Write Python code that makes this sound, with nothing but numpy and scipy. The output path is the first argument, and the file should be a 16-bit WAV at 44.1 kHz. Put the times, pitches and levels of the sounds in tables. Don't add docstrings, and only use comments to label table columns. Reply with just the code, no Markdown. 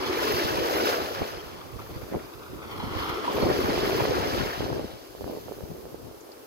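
import sys
import numpy as np
from scipy import signal
from scipy.fft import rfft, irfft, next_fast_len
from scipy.io import wavfile
from scipy.ndimage import uniform_filter1d

SR = 44100
rng = np.random.default_rng(int(sys.argv[2]) if len(sys.argv) > 2 else 0)


def to_wav(sig):
    pcm = np.clip(np.atleast_2d(sig), -1, 1) * 32767
    pcm = np.round(pcm).astype(np.int16)
    wavfile.write(sys.argv[1], SR, pcm.T)


N = 284886

# t/s, level/dB, left minus right/dB
WIND = [(0, -46, -16), (.25, -41.5, -13), (.8, -42.5, -6), (1.25, -45, -21), (1.7, -46.5, -29),
        (1.95, -41.5, -4.5), (2.5, -48, -18), (2.85, -37.5, -2), (3.3, -44.5, -13), (3.45, -33, 0),
        (3.85, -38.5, 13), (4.4, -33.5, 12), (4.54, -45.5, -1), (4.65, -35, 11), (4.94, -43.5, 0),
        (5.07, -62, 21), (5.22, -41, 14), (5.45, -50.5, 30), (6.1, -46.5, 27), (6.21, -63, 14)]
# break t/s, run-up/s, churn/dB, churn growth/(dB/s), wash/dB, foam/dB, splash fall/(dB/s)
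NEAR_WAVES = [(0.23, 0.71, -32, 6, -40, -44, 27.5), (3.56, 0.88, -30, -2, -41.5, -48, 36.5)]
LEFT, RIGHT = 0, 1


def from_db(db):
    return np.exp(np.asarray(db) * (np.log(10) / 20))


def rms_one(x):
    return x / np.sqrt(np.mean(x ** 2) + 1e-20)


def power_sum(gains):
    return np.sqrt(sum(gain ** 2 for gain in gains))


def curves(rows):
    times_s, *columns = np.transpose(rows)
    return [np.interp(np.arange(N) / SR, times_s, column) for column in columns]


def swell(start_s, hold_s, rise_db_per_s, fall_db_per_s, growth_db_per_s=0):
    age_s = np.arange(N) / SR - start_s
    return from_db(rise_db_per_s * np.minimum(age_s, 0)
                   + growth_db_per_s * np.clip(age_s, 0, hold_s)
                   - fall_db_per_s * np.maximum(age_s - hold_s, 0))


def bursts(rows, rise_db_per_s=400, fall_db_per_s=98):
    return power_sum(from_db(db) * swell(start_s, hold_s, rise_db_per_s, fall_db_per_s)
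                     for start_s, hold_s, db in rows)


def drift(rate_hz):
    hop, settle = 40, 2000
    r = np.exp(-2 * np.pi * rate_hz * hop / SR)
    slow = signal.lfilter([1], [1, -2 * r, r * r], rng.standard_normal(N // hop + settle + 2))[settle:]
    return np.interp(np.arange(N) / hop, np.arange(len(slow)), rms_one(slow))


def bandpass(x, band_hz, order=2):
    return signal.sosfilt(signal.butter(order, band_hz, "band", fs=SR, output="sos"), x + 1e-18)


def resonate(x, hz, width_hz):
    carrier = np.exp(2j * np.pi * np.cumsum(hz) / SR)
    r = np.exp(-np.pi * width_hz / SR)
    return rms_one((carrier * signal.lfilter([1], [1, -2 * r, r * r], x / carrier)).real)


def colour(x, spectrum):
    size = next_fast_len(N)
    hz, db = np.transpose(spectrum)
    octave = np.log2(np.maximum(np.arange(size // 2 + 1) * SR / size, 1))
    beyond = np.abs(octave - np.clip(octave, np.log2(hz[0]), np.log2(hz[-1])))
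    gain = from_db(np.interp(octave, np.log2(hz), db) - 20 * beyond)
    return rms_one(irfft(rfft(x, size) * gain, size)[..., :N])


def panned(balance_db):
    ratio = from_db(np.atleast_1d(balance_db))
    return np.array([ratio, np.ones_like(ratio)]) * np.sqrt(2 / (1 + ratio ** 2))


def add(out, start_s, sound, peak_db):
    at = round(start_s * SR)
    out[:, at:at + sound.shape[1]] += sound / np.abs(sound).max(axis=1, keepdims=True) * from_db(peak_db)


def clicks(per_s, spread_db):
    at = np.flatnonzero(rng.random(N) < per_s / SR)
    sizes = from_db(spread_db * np.minimum(rng.exponential(1, N)[at], 3))
    out = np.zeros(N)
    out[at] = sizes * np.sign(rng.random(N)[at] - .5)
    return out


def bubbles(per_s, spread_db, clump_db, clump_hz, surge_db):
    edges_hz = np.geomspace(150, 17000, 15)
    births = [clicks(per_s, spread_db), clicks(per_s, spread_db)]
    out = np.zeros(N)
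    for k, band_hz in enumerate(zip(edges_hz, edges_hz[1:])):
        out += bandpass(births[k % 2], band_hz) * from_db(clump_db * drift(clump_hz))
    return rms_one(out * from_db(surge_db * drift(clump_hz)))


def from_shore(x, lag_ms, scatter=0.5):
    size = next_fast_len(N)
    hz = np.arange(size // 2 + 1) * SR / size
    direct_share = (1 - scatter) / (1 + (hz / 7500) ** 2)
    delay = np.exp(-2j * np.pi * hz * np.array([[lag_ms], [0]]) / 1000)
    direct = np.sqrt(direct_share) * delay * rfft(x, size)
    envelope = np.sqrt(np.abs(uniform_filter1d(x ** 2, size=180)))
    diffuse = np.sqrt(1 - direct_share) * rfft(rng.standard_normal((2, N)) * envelope, size)
    return irfft(direct + diffuse, size)[:, :N]


def far_wave():
    # t/s, level/dB, bounce delay/ms
    breaking = [(0, -32, 0.87), (.3, -38.5, 1), (.7, -49.5, 0.99), (2.52, -49.5, 0.79), (2.8, -39, 0.95),
                (3.04, -34.5, 0.96), (3.4, -38, 0.89), (4.05, -37, 0.91), (4.7, -67, 0.99)]
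    # f/Hz, level/dB
    spectrum = [(250, -7), (450, -15), (700, -1.5), (1000, -2), (1350, -2.5), (1750, -9.5), (2400, -10.5),
                (3200, -10.5), (4000, -15), (5200, -17.5), (7200, -30), (8500, -33), (12500, -21),
                (15000, -28)]
    level_db, bounce_ms = curves(breaking)
    spill = bubbles(per_s=7000, spread_db=0, clump_db=5, clump_hz=27, surge_db=2)
    spill = from_shore(spill, lag_ms=0.18)
    dulled = uniform_filter1d(spill, size=3)
    n = np.arange(N)
    bounce = np.array([np.interp(n - bounce_ms * SR / 1000, n, side) for side in dulled])
    return colour(spill + bounce, spectrum) * from_db(level_db)


def bay(level_db=-50.5):
    # f/Hz, level/dB
    spectrum = [(59, -37), (100, -34), (206, -69), (328, -1), (389, -3), (662, -6.5), (1280, -11.5),
                (1800, -20.5), (4110, -21.5), (5000, -19), (7770, -24.5), (13500, -21.5), (15000, -20),
                (16000, -34)]
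    return colour(rng.standard_normal((2, N)), spectrum) * from_db(level_db)


def rumble(gain_db=0.4, lump_db=5, lump_hz=24):
    # f/Hz, level/dB
    spectrum = [(20, -23), (40, 0), (70, 5.5), (125, 3.5), (180, -3.5), (280, -1), (600, -45)]
    level_db, balance_db = curves(WIND)
    lumps = from_db(lump_db * np.minimum([drift(lump_hz), drift(lump_hz)], 2))
    pressure = colour(rng.standard_normal((2, N)) * lumps, spectrum)
    return pressure * from_db(level_db + gain_db) * panned(balance_db)


def port(push, lowpass_hz, thump_gain, centre_hz=374, width_hz=230):
    r, w = np.exp(-np.pi * width_hz / SR), 2 * np.pi * centre_hz / SR
    zeros = (1 - r * r) / 2 * np.array([1, 0, -1])
    ring = signal.lfilter(zeros, [1, -2 * r * np.cos(w), r * r], push + 1e-18)
    thump = thump_gain * bandpass(push, (50, 250), order=1)
    return signal.sosfilt(signal.butter(3, lowpass_hz, fs=SR, output="sos"), ring + thump)


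def flutter(gusts, per_s=260, bunch_db=2, breeze_db=-3, gain_db=-1):
    level_db, _ = curves(WIND)
    breeze = from_db(level_db + breeze_db) * panned(balance_db=5)
    hits_per_s = per_s * from_db(bunch_db * drift(rate_hz=24))
    pushes = np.array([clicks(hits_per_s, spread_db=3) for _ in (LEFT, RIGHT)])
    eddies = port(pushes, lowpass_hz=806, thump_gain=0.032)
    return rms_one(eddies) * power_sum([breeze, gusts]) * from_db(gain_db)


def topple_db():
    # t/s, half-length/s, lift/dB
    surges = [(0.3, 0.15, 2), (0.767, 0.082, 1), (0.89, 0.054, 4), (1.238, 0.067, 3), (2.979, 0.065, 9.5),
              (3.383, 0.036, 1)]
    t = np.arange(N) / SR
    return sum(db * np.exp(-((t - at_s) / half_s) ** 2) for at_s, half_s, db in surges)


def churn(lead_s=0.21, linger_s=0.14, break_up_s=2.3, pitch_ratio=1.71, lapping_db=-48.5):
    # f/Hz, level/dB
    spectrum = [(120, -23), (200, -13.5), (265, -4.5), (330, 2.5), (420, 2.5), (520, -2), (660, -10.5),
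                (1000, -34), (1500, -26), (2800, -73)]
    cloud = bubbles(per_s=1500, spread_db=3, clump_db=2.5, clump_hz=11, surge_db=-0.3)
    cloud = from_shore(cloud, lag_ms=0.36)
    large_gains, small_gains = [from_db(lapping_db)], []
    for break_s, run_s, db, growth, *_ in NEAR_WAVES:
        start_s = break_s - lead_s
        front = swell(start_s, run_s + linger_s,
                      rise_db_per_s=29, fall_db_per_s=37, growth_db_per_s=growth)
        front *= from_db(db + 0.24 * topple_db())
        broken_share = np.clip((np.arange(N) / SR - start_s) / break_up_s, 0, 1)
        large_gains.append(front * (1 - broken_share))
        small_gains.append(front * broken_share)
    large = power_sum(large_gains) * colour(cloud, spectrum)
    small = power_sum(small_gains) * colour(cloud, np.array(spectrum) * [pitch_ratio, 1])
    return (large + small) * panned(balance_db=1.8)


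def bubble_rings(per_s, t60_cycles, spread_db, band_hz):
    out, births = np.zeros(N), clicks(per_s, spread_db)
    pitches_hz = np.geomspace(*band_hz, 48)
    pitch_index = rng.integers(0, len(pitches_hz), N)
    for k, hz in enumerate(pitches_hz):
        r, w = from_db(-60 * hz / (t60_cycles * SR)), 2 * np.pi * hz / SR
        kicks = births * (pitch_index == k) + 1e-18
        out += np.sqrt(w) * signal.lfilter([0, np.sin(w)], [1, -2 * r * np.cos(w), r * r], kicks)
    return rms_one(out)


def wash(lag_ms=0.463, splash_db=8.5, hiss_db=3, foam_db=0.5, trickle_db=-70):
    # f/Hz, level/dB
    splash_spectrum = [(300, -2.5), (600, 1), (1000, 3), (1300, 3), (1650, 2), (2200, -3), (2900, -4.5),
                       (3700, -12.5), (6000, -39)]
    hiss_spectrum = [(2000, -10.5), (3100, 2.5), (3700, -1), (4350, 1.5), (5100, 2.5), (5700, -3),
                     (6200, -5.5), (7200, -11.5), (8600, -17), (11000, -14.5)]
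    foam_spectrum = [(6500, 4.5), (8500, -12), (10000, -7), (11400, 9), (12700, 9.5), (14000, 7),
                     (16000, -0.5)]
    # t/s, hold/s, level/dB
    sprays = [(0.23, 0.08, -56), (0.68, 0.13, -44), (2.968, 0.07, -54), (3.33, 0.074, -48),
              (3.57, 0.098, -49), (3.85, 0.12, -45.5)]
    backwash = [(1.854, 0.22, -60), (5.315, 0.092, -58.5)]
    laps = [(2.122, 0.062, -57.5), (6.26, 0.16, -66.5)]

    drain = power_sum([bursts(backwash, rise_db_per_s=35, fall_db_per_s=16), from_db(trickle_db)])
    splash_gains = [bursts(laps), drain * from_db(-5.5)]
    hiss_gains = [drain]
    foam_gains = [bursts(sprays), drain * from_db(3.5)]
    lift_db = topple_db()
    for break_s, run_s, _, _, wash_db, froth_db, splash_fall in NEAR_WAVES:
        rush, froth = from_db(wash_db + lift_db), from_db(froth_db + lift_db)
        splash_gains.append(rush * swell(break_s, run_s, rise_db_per_s=27, fall_db_per_s=splash_fall))
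        hiss_gains.append(rush * swell(break_s, run_s, rise_db_per_s=27, fall_db_per_s=29))
        foam_gains.append(froth * swell(break_s, run_s - 0.036, rise_db_per_s=65, fall_db_per_s=26))

    splash = bubbles(per_s=3300, spread_db=0.5, clump_db=3, clump_hz=13, surge_db=1.5)
    splash += from_db(-7.5) * bubble_rings(per_s=420, t60_cycles=47, spread_db=3.5, band_hz=(700, 4000))
    hiss = bubbles(per_s=5300, spread_db=0, clump_db=3, clump_hz=15, surge_db=0.3)
    hiss += from_db(-8) * bubble_rings(per_s=450, t60_cycles=180, spread_db=4, band_hz=(2200, 7000))
    foam = bubbles(per_s=8500, spread_db=12, clump_db=2, clump_hz=10, surge_db=0.9)

    splash = colour(from_shore(splash, lag_ms), splash_spectrum) * power_sum(splash_gains)
    hiss = colour(from_shore(hiss, lag_ms), hiss_spectrum) * power_sum(hiss_gains)
    foam = colour(from_shore(foam, lag_ms), foam_spectrum) * power_sum(foam_gains)
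    return from_db(splash_db) * splash + from_db(hiss_db) * hiss + from_db(foam_db) * foam


def plops(t60_s=0.067, attack_s=0.0013, chirp_per_s=0.82, lag_ms=0.29, gain_db=-3.5):
    # t/s, f/Hz, level/dB
    plop_tones = [(0.095, 367, -19.5), (0.17, 473, -18), (0.241, 414, -25), (0.273, 1056, -23),
                  (0.299, 416, -16), (0.352, 382, -22), (0.382, 392, -17.5), (0.461, 1580, -33),
                  (0.58, 310, -22), (0.62, 350, -22.5), (0.726, 583, -25), (0.753, 335, -25),
                  (0.822, 364, -18), (0.886, 476, -16.5), (0.941, 1360, -27), (1.106, 480, -25),
                  (1.389, 3180, -41), (3.277, 960, -15.5), (3.345, 415, -24), (3.418, 4360, -28.5),
                  (3.462, 325, -18.5), (3.565, 388, -24), (3.589, 370, -14.5), (3.679, 438, -20.5),
                  (3.688, 267, -20), (3.738, 620, -23), (3.893, 680, -22.5), (3.925, 616, -23),
                  (3.788, 401, -18.5), (3.833, 401, -20.5), (3.873, 312, -20), (3.945, 425, -21.5),
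                  (3.983, 393, -18), (3.999, 940, -19), (4.108, 503, -16), (4.152, 360, -21),
                  (4.202, 900, -26), (4.264, 356, -28), (4.347, 492, -24), (4.387, 387, -26.5),
                  (4.726, 1600, -30)]
    out = np.zeros((2, N))
    t = np.maximum(np.arange(SR // 10) / SR - np.array([[lag_ms], [0]]) / 1000, 0)
    envelope = (1 - np.exp(-t / attack_s)) * from_db(-60 * t / t60_s)
    for at_s, hz, db in plop_tones:
        add(out, at_s, envelope * np.sin(2 * np.pi * hz * t * (1 + chirp_per_s * t)), db + gain_db)
    return out


def thumps(band_hz=(55, 190), width_s=0.011, gain_db=-7.5):
    # t/s, level/dB, left minus right/dB
    eddies = [(0.454, -16.5, -3), (0.584, -19, 5), (1.217, -16, 0), (1.911, -25, -6), (1.969, -20, -4),
              (2.159, -19, 3), (2.842, -16.5, -5), (3.436, -13.5, -9), (3.655, -16, -2), (3.704, -19, -6),
              (4.102, -18, 10), (4.199, -19.5, 5), (4.387, -20.5, -5), (4.726, -19, 13), (4.848, -19, 2),
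              (5.641, -19.5, 16), (5.711, -20.5, 12), (5.742, -35, 9)]
    out, t = np.zeros((2, N)), np.arange(-SR // 25, SR // 25) / SR
    envelope = np.exp(-(t / width_s) ** 2)
    for at_s, db, balance_db in eddies:
        shake = bandpass(rng.standard_normal((2, len(t))), band_hz)
        add(out, at_s + t[0], shake * envelope, db + gain_db + 20 * np.log10(panned(balance_db)))
    return out


def buffets(length_s=0.03, direct_gain=0.33, leak_db=-16, gain_db=0.06):
    # t/s, level/dB, port, sharpness/Hz
    eddies = [(1.213, -22, RIGHT, 278), (1.2187, -15.5, RIGHT, 630), (1.2203, -14.5, LEFT, 700),
              (2.125, -20, RIGHT, 330), (2.144, -20, RIGHT, 760), (2.1497, -15.5, LEFT, 680),
              (2.159, -19, RIGHT, 300), (2.1615, -31, LEFT, 520), (2.169, -20.5, LEFT, 260),
              (3.380, -13, RIGHT, 500), (3.386, -13, RIGHT, 990), (3.428, -14, LEFT, 620),
              (3.433, -14, RIGHT, 260), (3.465, -27, LEFT, 500), (3.470, -13, RIGHT, 620),
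              (3.501, -11.5, RIGHT, 620), (3.743, -15, RIGHT, 650), (3.778, -12.5, RIGHT, 780),
              (3.897, -13, LEFT, 700), (3.931, -17, RIGHT, 700), (4.007, -9, RIGHT, 1050),
              (4.025, -16, RIGHT, 500), (4.054, -10, RIGHT, 1000), (4.073, -21, LEFT, 500),
              (4.109, -12, RIGHT, 480), (4.183, -13.5, LEFT, 420), (4.378, -17, RIGHT, 450),
              (4.452, -17.5, RIGHT, 900), (4.607, -14.5, RIGHT, 680), (4.6654, -18, RIGHT, 560),
              (4.703, -18.5, RIGHT, 700), (4.731, -17.5, RIGHT, 680), (4.74, -24, LEFT, 420),
              (4.766, -18, LEFT, 380), (4.77, -19, RIGHT, 520), (4.7955, -17.5, RIGHT, 580),
              (4.844, -21, RIGHT, 420), (5.151, -27, RIGHT, 620), (5.21, -21, RIGHT, 538),
              (5.22, -24, RIGHT, 450), (5.243, -21.5, RIGHT, 900), (5.278, -24.5, LEFT, 700),
              (5.2836, -28, LEFT, 480), (5.298, -22, RIGHT, 480), (5.334, -25.5, LEFT, 500),
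              (5.385, -26, RIGHT, 520), (5.484, -24, RIGHT, 686), (5.493, -27, RIGHT, 580),
              (5.513, -22, RIGHT, 350), (5.521, -21, RIGHT, 680), (5.587, -28, RIGHT, 600),
              (5.608, -27, RIGHT, 850), (5.715, -29, RIGHT, 540), (5.766, -35, RIGHT, 556),
              (5.806, -31, RIGHT, 480), (5.855, -27.5, RIGHT, 780), (5.945, -23, RIGHT, 475),
              (6.113, -32, RIGHT, 600), (6.292, -32, RIGHT, 680)]
    out, t = np.zeros((2, N)), np.arange(-SR // 250, int(length_s * SR)) / SR
    for at_s, db, side, sharpness_hz in eddies:
        u = np.pi * sharpness_hz * t
        push = u * np.exp(-2 * u ** 2) * rng.choice([-1, 1])
        knock = direct_gain * push + port(push, lowpass_hz=2350, thump_gain=0.17)
        other_port = np.array([[LEFT], [RIGHT]]) != side
        add(out, at_s + t[0], np.array([knock, knock]), db + gain_db + leak_db * other_port)
    return out


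def gusting(rise_db_per_s=600, fall_db_per_s=221):
    # t/s, hold/s, level/dB, left minus right/dB
    gusts = [(1.217, 0.014, -33.5, 0), (2.132, 0.014, -29.5, 0), (3.424, 0.097, -24.5, 1),
             (3.66, 0.29, -32, 1.5), (3.97, 0.32, -31.5, -0.5), (4.324, 0.14, -35, 1),
             (4.622, 0.19, -34, 4), (5.277, 0.095, -36, -5), (5.477, 0.021, -42.5, -8),
             (5.585, 0.45, -45.5, -5)]
    return power_sum(from_db(db) * swell(at_s, hold_s, rise_db_per_s, fall_db_per_s) * panned(balance_db)
                     for at_s, hold_s, db, balance_db in gusts)


def bluster(gusts, band_hz=(170, 290), gain_db=-12):
    body = rms_one(bandpass(rng.standard_normal((2, N)), band_hz))
    return body * gusts * from_db(gain_db) * panned(balance_db=2)


def curl(lip_hz=3100, lip_db=-8.5):
    # t/s, f/Hz, level/dB
    cavity = [(1.9, 1330, -92), (2.45, 1360, -65), (2.7, 1360, -52), (2.98, 1310, -42), (3.07, 1290, -35.5),
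              (3.2, 1270, -39.5), (3.3, 1020, -35.5), (3.45, 980, -43), (3.7, 1000, -92)]
    hollow_hz, level_db = curves(cavity)
    spill = from_shore(clicks(per_s=3800, spread_db=0), lag_ms=0.3)
    hollow = resonate(spill, hollow_hz, width_hz=400)
    lip = resonate(spill, np.full(N, lip_hz), width_hz=1500)
    return (hollow + from_db(lip_db) * lip) * from_db(level_db)


def droplets(decay_s=0.0082, edge_ratio=1.1):
    # t/s, peak level/dB, f/Hz
    drops = [(3.331, -39, 8000), (6.207, -45, 6500), (6.317, -42, 4600)]
    out, t = np.zeros((2, N)), np.arange(SR // 50) / SR
    for at_s, db, hz in drops:
        tick = rng.standard_normal((2, len(t))) * np.exp(-t / decay_s)
        add(out, at_s, bandpass(tick, (hz / edge_ratio, hz * edge_ratio)), db)
    return out


def scene():
    water = churn() + wash() + far_wave() + curl() + plops() + droplets() + bay()
    gusts = gusting()
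    wind = rumble() + flutter(gusts) + bluster(gusts) + buffets() + thumps()
    return water + wind


def record(dry):
    cutoff_hz = 15850
    return signal.sosfilt(signal.ellip(12, .1, 80, cutoff_hz, fs=SR, output="sos"), dry)


dry = scene()
out = record(dry)
to_wav(out)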